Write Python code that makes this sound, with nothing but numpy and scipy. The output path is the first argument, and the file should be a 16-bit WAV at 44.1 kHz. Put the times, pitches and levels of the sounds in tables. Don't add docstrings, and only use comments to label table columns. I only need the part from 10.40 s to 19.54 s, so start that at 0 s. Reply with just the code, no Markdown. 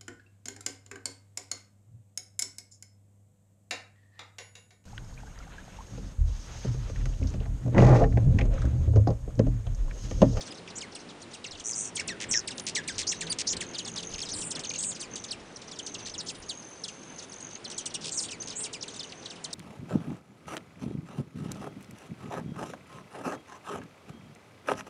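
import sys
import numpy as np
from scipy import signal
from scipy.fft import rfft, irfft, next_fast_len
from scipy.io import wavfile
from scipy.ndimage import map_coordinates

SR = 44100
rng = np.random.default_rng(int(sys.argv[2]) if len(sys.argv) > 2 else 0)


def wav_record(signal):
    frames = np.transpose(np.atleast_2d(signal))
    bounded = np.clip(frames, -1, 1)
    quanta = np.round(bounded * 32767).astype(np.int16)
    wavfile.write(sys.argv[1], SR, quanta)


N = 403074

# (time [s], level [dB])
FLOCK_LEVEL = [(0, -50.5), (.7, -53.5), (1.15, -56.5), (1.6, -48), (2.9, -47), (4.4, -47.5), (5, -53),
               (5.9, -50), (6.3, -61), (7, -53), (7.8, -49), (9.14, -54)]
# (time [s], change of the wing level [dB], air puff [dB])
CLOSE_PASSES = [(.39, 4.5, -64), (.87, 4, -69), (1.17, -7, -54.5), (1.68, 3.5, -61), (1.92, -1, -51.5),
                (2.59, 2.5, -52), (2.87, 4, -56), (3.16, 3.5, -51), (3.759, -1, -50), (3.96, 1.5, -49),
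                (4.75, 4, -63), (5, 1, -56), (5.72, -3.5, -57), (6.02, -2.5, -55), (6.73, 7, -72),
                (8.63, 1.5, -76)]
TAIL_SHARE = 0.25


def amp(db):
    return 10 ** (np.asarray(db) / 20)


def unit(x):
    return x / np.sqrt(np.mean(x ** 2) + 1e-20)


def along(points, hz):
    f, v = np.transpose(points)
    return np.interp(np.log(hz + 1), np.log(f + 1), v)


def curve(rows):
    return np.interp(np.arange(N) / SR, *np.transpose(rows))


def wobble(rate, size=N):
    at = np.arange(size) * rate / SR
    knots = rng.standard_normal(int(at[-1]) + 3)
    fine = np.linspace(0, len(knots) - 1, 10 * len(knots))
    return np.interp(at, fine, map_coordinates(knots, [fine]))


def filtered(x, gain):
    padded = next_fast_len(N + SR // 2)
    spectrum = rfft(x, padded) * gain(np.fft.rfftfreq(padded, 1 / SR))
    return irfft(spectrum, padded)[:N]


def coloured(x, spectrum):
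    return unit(filtered(x, lambda hz: amp(along(spectrum, hz))))


def phase(hz):
    return 2 * np.pi * np.cumsum(hz) / SR


def clock(length):
    t = np.arange(max(int(length * SR), 8)) / SR
    return t, t / (t[-1] + 1 / SR)


def nearness(s):
    pass_s = 0.045
    return np.exp(-0.5 * ((np.arange(N) / SR - s) / pass_s) ** 2)


def scattered(note, echo_db, tray_db=-6, spread_s=0.0091, count=32):
    delay, strength = rng.exponential(spread_s, count), rng.standard_normal(count)
    delay = np.minimum(delay + 0.0005, 0.06)
    weight = strength * np.exp(-delay / (2 * spread_s))
    taps = np.bincount((delay * SR).astype(int), weight, minlength=SR // 100)
    taps /= np.linalg.norm(taps)
    taps[int(rng.uniform(0.003, 0.009) * SR)] += amp(tray_db)
    taps *= amp(echo_db)
    taps[0] += 1
    return signal.fftconvolve(note, taps)


def add(out, s, note, echo_db=-6):
    note = scattered(note, echo_db)
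    i = int(np.clip(round(s * SR), 0, N))
    out[i:i + len(note)] += note[:N - i]


def air(rush_db=-50.0):
    # (frequency [Hz], level [dB])
    air_colour = [(30, -25), (60, -10), (105, -1), (190, 2), (400, 1.5), (750, -2), (1400, -6.5),
                  (3000, -10.5), (5200, -15.5), (7500, -19.5), (10000, -21.5)]
    # (frequency [Hz], level [dB])
    puff_colour = [(10, -1), (25, 2), (55, 1.5), (100, 5), (250, -46), (600, -85)]
    draught_db, swing_db = -16.5, 0.5
    rush = amp(rush_db) * coloured(rng.standard_normal(N), air_colour)
    draught = amp(curve(FLOCK_LEVEL) + draught_db + swing_db * wobble(23))
    gusts = sum(amp(puff_db) * nearness(s) for s, _, puff_db in CLOSE_PASSES)
    return rush + np.hypot(draught, gusts) * coloured(rng.standard_normal(N), puff_colour)


def trees(x):
    # (frequency [Hz], decay time [s])
    decay_times = [(1000, 0.89), (5000, 0.09), (10000, 0.041)]
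    hz, t, z = signal.stft(rng.standard_normal(SR // 2), SR, nperseg=256)
    decay = amp(-60 * t / along(decay_times, hz)[:, None])
    tail = signal.istft(z * decay, SR, nperseg=256)[1]
    tail = np.pad(tail, (int(0.0033 * SR), 0))
    return signal.fftconvolve(x, tail / np.linalg.norm(tail))[:N]


def wings(hum_db=-3, wash_db=-3.5, count=11):
    # (wingbeat [Hz], share [dB], offset of the odd harmonics [dB])
    wingbeats = [(42.9, -4.5, -5), (53.35, -5.5, -1), (57.54, -6, 2)]
    # (frequency [Hz], level [dB])
    hum_colour = [(40, -35), (85, -5), (170, 0), (260, -1.5), (400, 0), (520, -3), (660, -21), (1200, -6),
                  (2500, -51)]
    # (frequency [Hz], level [dB])
    wash_colour = [(30, -24.5), (70, -15.5), (120, -2.5), (200, 2), (450, -9), (640, -8.5), (1200, -12),
                   (3000, -13), (9000, -50)]
    hum = np.zeros(N)
    for beat_hz, db, odd_db in wingbeats:
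        stroke = phase(beat_hz * (1 + 0.02 * wobble(3)))
        for k in range(1, count + 1):
            strength = amp(db + odd_db * (k % 2) + 4.3 * wobble(6))
            hum += strength * np.sin(k * stroke + 2 * np.pi * rng.random())
    wash = coloured(rng.standard_normal(N), wash_colour) * amp(3.1 * wobble(25))
    level_db = curve(FLOCK_LEVEL) + sum(rise_db * nearness(s) for s, rise_db, _ in CLOSE_PASSES)
    return amp(level_db) * (amp(hum_db) * coloured(hum, hum_colour) + amp(wash_db) * wash)


def wing_tip(beat_hz, whistle_hz, t, return_db=-10):
    bend_share = 0.018
    stutter_hz, stutter_depth = 230, 0.55
    size = len(t)
    stroke = 2 * np.pi * beat_hz * t + 0.25 * wobble(14, size=size)
    bend = 1 + bend_share * np.sin(stroke)
    pitch = whistle_hz * bend + 50 * wobble(12.0, size=size) + 170 * wobble(760, size=size)
    speed = np.cos(stroke)
    burst = speed ** 2 * np.where(speed > 0, 1, amp(return_db)) * amp(2.5 * wobble(40, size=size))
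    stutter = 1 + stutter_depth * np.cos(phase(stutter_hz * (1 + 0.3 * wobble(90, size=size))))
    return unit(burst * stutter * np.sin(phase(pitch)))


def whistles():
    # (time [s], length [s], wing whistle [Hz], wingbeat [Hz], level [dB], early echoes [dB])
    flights = [(2.159, 0.13, 9440, 62, -54.5, -24), (2.747, 0.15, 6200, 45.2, -51.5, -4),
               (3.268, 0.24, 6370, 43, -50, -14), (3.401, 0.45, 9960, 61, -65.5, -18),
               (3.519, 0.32, 6370, 45.4, -45.5, -21), (4.249, 0.16, 6390, 43.8, -40, -21),
               (4.716, 0.16, 6250, 46.4, -48, -7), (5.061, 0.19, 6200, 45.5, -62.5, -3.5),
               (5.431, 0.28, 6230, 45.4, -53.5, 1), (5.836, 0.18, 9380, 59.7, -58.5, -14),
               (6.065, 0.13, 6470, 45.5, -54, 0), (6.07, 0.97, 9900, 60.1, -67.5, -12),
               (6.201, 0.54, 6260, 46.2, -61, 3.5), (6.763, 0.081, 6300, 47, -51.5, -11),
               (6.9, 0.27, 6370, 47.2, -47.5, -17), (7.281, 0.14, 6100, 45.6, -49, -11),
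               (8.019, 0.11, 6400, 46, -48.5, -11), (8.459, 0.21, 6190, 46.1, -52, -3),
               (8.69, 0.25, 6200, 46, -64, 2)]
    take_off_s, landing_s = 0.02, 0.017
    out = np.zeros(N)
    for s, length, whistle_hz, beat_hz, db, echo_db in flights:
        t, _ = clock(take_off_s + length + landing_s)
        effort = np.clip(np.minimum(t / take_off_s, (t[-1] - t) / landing_s), 0, 1)
        whistle = wing_tip(beat_hz, whistle_hz, t - take_off_s)
        add(out, s - take_off_s, amp(db) * effort * whistle, echo_db)
    return out


def syrinx(pitch, overtone_db, jitter=0.016, flutter_db=3):
    # (frequency [Hz], level [dB])
    beak = [(1500, -0.5), (2500, -2), (4000, -1), (6000, 2.5), (8500, -1), (10000, -10.5)]
    size = len(pitch)
    pitch = pitch * (1 + jitter * wobble(901, size=size))
    k = np.arange(1, 6)[:, None]
    flutter = flutter_db * np.array([wobble(253.5, size=size) for _ in k]) * np.sqrt(k / 2)
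    audible = np.clip(2 - 5 * k * pitch / SR, 0, 1)
    colour_db = along(beak, np.abs(k * pitch)) + overtone_db * np.log2(k)
    gain = amp(colour_db + flutter - flutter_db / 2) * audible
    return np.sum(gain * np.sin(k * phase(pitch)), axis=0)


def chip(length, start_hz, end_hz, fall, overtone_db, attack=0.003, decay_db=4, tail_db=-13):
    sag_share = 0.2
    rasp = 0.028
    dulling = 150
    t, _ = clock((1 + TAIL_SHARE) * length)
    u = t / length
    plunge = end_hz + (start_hz - end_hz) * np.exp(-(t / fall) ** 1.2)
    pitch = plunge * (1 + sag_share * (1 / 5 - u ** 2))
    pitch *= 1 + 0.012 * wobble(180, size=len(t))
    body = np.sqrt(np.maximum(1 - u, 0))
    tail = amp(tail_db) * np.sqrt(np.clip((1 + TAIL_SHARE - u) / TAIL_SHARE, 0, 1))
    pressure = np.minimum(t / attack, 1) * np.maximum(body, tail) * amp(decay_db * (1 / 3 - u))
    return syrinx(pitch, overtone_db - dulling * (t - fall), rasp) * pressure


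def far_chips(count=110):
    # (time [s], level [dB])
    squabble = [(0, -49), (.7, -56.5), (2.5, -48.5), (3.8, -47), (4.5, -45), (5.05, -58), (5.8, -44.5),
                (6.2, -58), (7.1, -53), (7.8, -44), (8.6, -48.5), (9.14, -55.5)]
    out = np.zeros(N)
    for when, high, long in rng.random((count, 3)):
        note = chip(0.012 + 0.014 * long, 7000, 2400 + 1800 * high, 0.004 + 0.003 * long, -6)
        add(out, when * N / SR, note, echo_db=6)
    return amp(curve(squabble)) * out


def clear_tones():
    # (time [s], length [s], start [Hz], end [Hz], arch [Hz], final drop [Hz], level [dB],
    # overtone slope [dB per octave])
    tones = [(0.107, 0.013, 5070, 4760, 100, 0, -38.5, 1), (1.553, .0086, 9400, 7670, 300, 0, -27, 3),
             (1.59, 0.0157, 2100, 2510, 0, 0, -30, -20), (1.674, 0.0072, 9700, 8250, 250, 0, -30, 0),
             (2.896, 0.036, 4260, 4300, 600, 2498, -26, -1.5), (3.785, .021, 4900, 5160, 400, 0, -39, 0),
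             (3.933, .018, 9900, 7800, 100, 0, -30, 0), (4.102, .008, 9200, 7900, 200, 0, -30, 0),
             (7.46, 0.0044, 8400, 7500, 200, 0, -32, 0), (8.001, 0.025, 5900, 6090, 353, 0, -32.5, 0),
             (9.04, 0.0062, 9300, 7960, 200, -5, -36, 0)]
    out = np.zeros(N)
    for s, length, start_hz, end_hz, arch_hz, drop_hz, db, overtone_db in tones:
        _, u = clock(length)
        arch = np.sin(np.pi * u)
        pitch = start_hz + (end_hz - start_hz) * u + arch_hz * arch - drop_hz * u ** 5
        add(out, s, amp(db) * np.sqrt(arch) * syrinx(pitch, overtone_db), echo_db=-13)
    return out


def trills(upswing=0.3, uneven_db=1.8):
    # (time [s], length [s], start [Hz], end [Hz], arch [Hz], swing [Hz],
    # trill rate [Hz], level [dB], throb [+1 loudest at the foot of the swing, -1 at its top],
    # rasp [share of the pitch], attack [s], release [s], early echoes [dB])
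    trill_notes = [(.354, 0.038, 6000, 7730, 196, 720, 310, -37, -.4, 0.022, 0.0065, .012, -4),
                   (1.2367, 0.089, 7460, 7580, 350, 1850, 113.4, -30.5, 0.53, 0.02, 0.033, .008, -19),
                   (1.329, 0.021, 6300, 6370, 2, 1400, 109, -33.5, .6, .018, 0.0028, .003, -12),
                   (1.347, 0.16, 7500, 7050, 301, 1640, 105, -31, 0.029, .016, .008, 0.096, -10),
                   (1.886, 0.044, 7700, 8800, 400, 700, 199, -31, .31, 0.034, 0.022, .008, -1.5),
                   (1.9091, 0.097, 6720, 6510, -250, 1040, 114.5, -25, 0.73, 0.03, .003, 0.022, -22),
                   (2.667, 0.056, 4950, 6740, 350, 995, 320, -26, 0.14, 0.021, 0.0086, .006, -15),
                   (3.068, 0.066, 4740, 6180, 849, 1000, 347, -26, -0.023, .022, 0.007, .012, -19),
                   (3.886, 0.031, 4460, 5430, 3, 1210, 240, -35, .07, .059, .003, 0.011, -9),
                   (3.914, 0.042, 6970, 3990, -300, 300, 322, -33.5, .5, .04, .004, .015, -7),
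                   (3.935, .17, 8500, 8270, -1, 1180, 203, -35.5, -.28, .04, 0.016, 0.046, -1.5),
                   (4.3812, 0.14, 7220, 7300, 452, 1020, 100.3, -29, -0.57, .02, .012, .03, -8),
                   (5.779, .039, 6780, 4160, -100, 455, 316, -33.5, 0.72, 0.042, 0.0035, 0.0063, -7),
                   (5.86, 0.057, 5180, 5640, 2, 1800, 272.5, -40, -0.14, 0.11, .005, .015, -11),
                   (7.708, 0.17, 7270, 7900, 244, 1200, 128, -33.5, -0.35, .031, 0.018, 0.076, 0),
                   (7.77, 0.039, 6700, 4200, 2, 454, 297, -28.5, -0.071, .04, 0.0081, 0.015, -11),
                   (8.151, .098, 6620, 8100, 599, 695, 208, -33.5, -.46, .024, 0.031, .025, 0.5)]
    out = np.zeros(N)
    for (s, length, start_hz, end_hz, arch_hz, swing_hz, rate_hz, db,
         throb, rasp, attack, release, echo_db) in trill_notes:
        t, u = clock(length)
        turn = phase(rate_hz * (1 + 0.015 * wobble(120, size=len(t))))
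        glide = start_hz + (end_hz - start_hz) * u + arch_hz * np.sin(np.pi * u)
        voice = syrinx(glide + swing_hz * np.cos(turn), -8, rasp, flutter_db=2)
        ramp = np.minimum(np.minimum(t / attack, (1 - u) * length / release), 1)
        swell = np.sin(np.pi / 2 * ramp)
        uneven = amp(uneven_db * wobble(170, size=len(t)))
        pulse = unit(np.exp(-throb * np.cos(turn) - upswing * np.sin(turn)) * uneven)
        add(out, s, amp(db) * swell * pulse * voice, echo_db)
    return out


def rattles(fade_db=6, uneven_db=1.0):
    # (time [s], notes [count, rounded], spacing [s], start [Hz], end [Hz],
    # level [dB], overtone slope [dB per octave])
    rattle_runs = [(1.802, 5, 0.0093, 3970, 1930, -27.5, -5.5), (2.1794, 2.5, 0.017, 8400, 3090, -30, -6),
                   (2.266, 3.8, 0.0093, 7580, 2300, -26, -2), (2.581, 4.7, 0.008, 7490, 2060, -25.5, -1),
                   (2.986, 4.2, 0.0089, 7490, 2110, -24, -1), (3.79, 1.8, 0.013, 7240, 2730, -30.5, -8),
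                   (5.672, 2, .011, 6020, 2590, -34.5, -10), (7.643, 5.3, 0.0122, 6040, 2813, -30, -0.5),
                   (8.073, 2.97, 0.0097, 7000, 2900, -34, -2)]
    out = np.zeros(N)
    for s, notes, spacing, start_hz, end_hz, db, overtone_db in rattle_runs:
        for k in range(round(notes)):
            note = chip(0.0087, start_hz, end_hz, 0.0024, overtone_db, attack=0.0012, decay_db=4.5)
            note_db = db + rng.normal(0, uneven_db) - fade_db * (k / notes) ** 2
            add(out, s + k * spacing, amp(note_db) * note, echo_db=-13.5)
    return out


def chips(level_db=-0.43):
    # (time [s], length [s], start [Hz], end [Hz], plunge time [s],
    # level ahead of level_db [dB], overtone slope when the plunge time is up [dB per octave])
    chip_notes = [(0.0075, 0.015, 6300, 3600, 0.0037, -30.5, -8.5),
                  (0.052, 0.035, 7560, 4100, 0.0074, -44.5, -3),
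                  (0.121, 0.009, 4900, 2280, 0.0036, -35.5, -4), (0.275, 0.01, 4120, 2230, 0.0027, -37, -9),
                  (0.301, 0.019, 6330, 3120, 0.0055, -41, -9),
                  (0.382, 0.014, 7000, 4600, 0.0042, -34.5, -8),
                  (0.406, 0.051, 5370, 2120, 0.012, -35.5, -5),
                  (0.548, 0.031, 6000, 2810, 0.0064, -37.5, -5),
                  (0.688, 0.03, 5500, 3490, 0.0038, -42.5, -11),
                  (0.8166, 0.028, 9100, 4320, 0.0041, -43, -4),
                  (0.933, 0.027, 5790, 2960, 0.0063, -38.5, -2),
                  (1.041, 0.021, 5200, 2460, 0.0048, -30.5, -10),
                  (1.062, 0.032, 7000, 4180, 0.006, -39, -6), (1.109, 0.04, 5750, 3410, 0.0072, -39, -9),
                  (1.15, 0.018, 4780, 2600, 0.0052, -40, -13),
                  (1.196, 0.022, 9160.0, 3050, 0.0042, -38, -2.5),
                  (1.291, 0.017, 5640, 2230, 0.0026, -38, -8.0),
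                  (1.559, 0.033, 9430.0, 2204, 0.0066, -29.5, -1),
                  (1.595, 0.023, 2900, 1740, 0.009, -29.5, -3),
                  (1.676, 0.066, 9630.0, 1823, 0.0073, -30.5, -3),
                  (1.931, 0.053, 8930, 1796, 0.0039, -28, -10),
                  (2.0735, 0.024, 5500.0, 1650, 0.0092, -30, -2),
                  (2.1046, 0.025, 5530, 3030, 0.0055, -33, -4),
                  (2.349, 0.055, 7420.0, 1875, 0.0074, -27.5, -1),
                  (2.4754, 0.044, 4620, 1700, 0.0085, -32, 0),
                  (2.621, 0.028, 6400, 3320, 0.0063, -33.5, -7),
                  (2.715, 0.021, 4400.0, 1890, 0.0089, -27.5, -1),
                  (2.8066, 0.034, 4600, 1770, 0.007, -31.5, -1.5),
                  (2.866, 0.017, 4480.0, 2220, 0.0094, -33.5, -14.0),
                  (3.084, 0.021, 5900, 3620, 0.0062, -32, -12),
                  (3.1274, 0.012, 6550, 1760, 0.0055, -26.5, -5),
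                  (3.1655, 0.011, 5920, 3180, 0.0044, -27.5, -4),
                  (3.205, 0.029, 3800.0, 1730, 0.0094, -30, -1.5),
                  (3.345, 0.03, 5040, 3220, 0.0081, -31, -9), (3.381, 0.036, 8570, 3280, 0.0058, -30.5, -4),
                  (3.387, 0.015, 5980, 2080, 0.0065, -35, -6), (3.446, 0.034, 7240, 3670, 0.0064, -37, -1),
                  (3.475, 0.026, 6840.0, 2970, 0.0043, -35, -1.5),
                  (3.5586, 0.02, 7100, 3760, 0.003, -31.5, -4),
                  (3.574, 0.027, 5370, 3280, 0.0079, -29.5, -10),
                  (3.626, 0.015, 6300, 2760, 0.0055, -33, -5), (3.739, 0.019, 7330, 2620, 0.0047, -32, -7),
                  (3.78, 0.007, 6000.0, 2170, 0.002, -33, -8),
                  (3.8146, 0.032, 5830, 3080.0, 0.0095, -31, -2),
                  (3.849, 0.038, 9350.0, 4020, 0.0061, -38, -16),
                  (3.964, 0.023, 5900, 2890.0, 0.0098, -39, -8.0),
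                  (4.01, 0.037, 9570.0, 2790, 0.0054, -33.5, 1),
                  (4.106, 0.023, 9470, 3100, 0.0052, -31, 4.5), (4.15, 0.026, 5700, 3480, 0.0061, -30, -8),
                  (4.1915, 0.02, 8800, 3140, 0.004, -34, 2.5),
                  (4.235, 0.025, 4740, 2720, 0.0056, -34.5, -6),
                  (4.247, 0.025, 6640.0, 3410, 0.0057, -33.5, -12),
                  (4.299, 0.018, 7200, 2430, 0.0048, -31.5, -9),
                  (4.335, 0.019, 5200, 2420, 0.0049, -34.5, -7),
                  (4.347, 0.024, 5300, 2700, 0.0056, -35.5, -11),
                  (4.423, 0.013, 5650, 3770, 0.0072, -37.5, -8.0),
                  (4.432, 0.017, 7100, 2520, 0.0046, -32, -4), (4.51, 0.027, 5770, 3370, 0.0057, -37.5, 4),
                  (4.558, 0.02, 5720, 2360, 0.0044, -39.5, -0.5),
                  (4.6004, 0.015, 8470.0, 3400, 0.0072, -35.5, 10),
                  (4.611, 0.052, 5240, 2490, 0.011, -38.5, 1),
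                  (4.7545, 0.019, 8850, 3290, 0.0044, -34, 0.5),
                  (4.838, 0.015, 8800, 3230, 0.0035, -31.5, -1.5),
                  (4.882, 0.021, 7000.0, 4100, 0.0043, -39, -17),
                  (4.9064, 0.039, 6000.0, 2790, 0.012, -31, -4),
                  (5.159, 0.017, 6500, 3860, 0.0081, -37.5, -6.0),
                  (5.2152, 0.018, 8810.0, 2420, 0.0044, -41.5, -3.5),
                  (5.312, 0.034, 6410.0, 3500, 0.0052, -37.5, -4.5),
                  (5.387, 0.02, 8580, 3170, 0.0043, -30, -3), (5.462, 0.018, 8730, 3030, 0.0046, -31.5, -2),
                  (5.542, 0.019, 8940, 2950, 0.0046, -30.5, -8.5),
                  (5.6554, 0.012, 5180, 2000, 0.0057, -33, -11),
                  (5.661, 0.021, 7000, 3670, 0.0062, -32.5, -7),
                  (5.6955, 0.0073, 6230, 2180.0, 0.0054, -31, -7),
                  (5.738, 0.028, 5360, 3160, 0.0076, -32.5, -9),
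                  (5.884, 0.031, 6330, 2630, 0.0087, -32.5, -1.5),
                  (6.088, 0.011, 6030.0, 3200, 0.0085, -35, 6),
                  (6.0932, 0.033, 4980, 3220, 0.0085, -29.5, -7.5),
                  (6.436, 0.023, 6100, 3500, 0.006, -29.5, -4),
                  (6.4793, 0.022, 7980, 2670, 0.0041, -34.5, -4),
                  (6.7855, 0.021, 7230, 4140, 0.007, -34.5, -7), (6.822, 0.02, 6460, 3280, 0.0044, -43, 2),
                  (6.918, 0.026, 6400, 3870, 0.0088, -44, 2.5), (7, 0.021, 6540, 3650, 0.0063, -46, 4.5),
                  (7.1541, 0.012, 6810, 2100, 0.0032, -39, -15),
                  (7.242, 0.012, 7500, 3800, 0.005, -39.5, -1),
                  (7.2464, 0.026, 5610, 3320, 0.0082, -31.5, -14),
                  (7.299, 0.0087, 6800, 2790, 0.0027, -34, -3), (7.312, 0.028, 6615, 2920, 0.0046, -38, -4),
                  (7.3767, 0.03, 9320.0, 3210, 0.0036, -32.5, 0.5),
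                  (7.4553, 0.024, 9160, 2910, 0.0039, -31, 3.5),
                  (7.5393, 0.024, 8610, 2940, 0.0039, -31.5, 1.5),
                  (7.547, 0.026, 7490, 2817, 0.005, -34.5, -6), (7.647, 0.018, 5200, 2600, 0.004, -34, -10),
                  (7.827, 0.022, 7200, 2000, 0.012, -33, -6), (7.883, 0.025, 5954, 2768, 0.0036, -37, -5),
                  (7.906, 0.053, 8900.0, 2450, 0.0074, -35, -1),
                  (8.017, 0.023, 6720, 2340, 0.0095, -37.5, -2),
                  (8.099, 0.029, 5230.0, 3030, 0.013, -34.5, -7),
                  (8.237, 0.038, 6490.0, 2560, 0.012, -33.5, 1.5),
                  (8.328, 0.048, 8760.0, 2490.0, 0.0067, -35.0, -1.5),
                  (8.409, 0.015, 6200, 3750, 0.0067, -37, -19),
                  (8.424, 0.021, 7330, 2710, 0.0071, -31.5, -6.5),
                  (8.4782, 0.021, 5940, 3350, 0.0034, -36, -5), (8.558, 0.023, 7000, 3730, 0.0038, -41, 2),
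                  (8.5934, 0.024, 5350, 3610, 0.0063, -30, -10),
                  (8.629, 0.031, 6000, 3030.0, 0.0057, -37.5, -6),
                  (8.72, 0.014, 6820, 2190, 0.0036, -35, -9),
                  (8.856, 0.017, 4970, 3323, 0.0034, -30.5, -13),
                  (8.9, 0.037, 5910, 2750, 0.0071, -38.5, -4.5),
                  (9.0403, 0.024, 9020, 3420, 0.0047, -30, -2.5),
                  (9.1282, 0.016, 8710.0, 3820.0, 0.0026, -27.5, 0)]
    out = np.zeros(N)
    for s, length, start_hz, end_hz, fall, db, overtone_db in chip_notes:
        add(out, s, amp(db + level_db) * chip(length, start_hz, end_hz, fall, overtone_db))
    return out


def scene():
    birds = chips() + rattles() + trills() + clear_tones() + whistles()
    far = far_chips()
    echoes = trees(amp(-19.0) * birds + amp(-6) * far)
    return (birds + far + echoes + wings() + air())[None]


def record(dry):
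    top_hz = 10000
    return np.array([filtered(x, lambda hz: 1 / np.sqrt(1 + (hz / top_hz) ** 160)) for x in dry])


dry = scene()
out = record(dry)
wav_record(out)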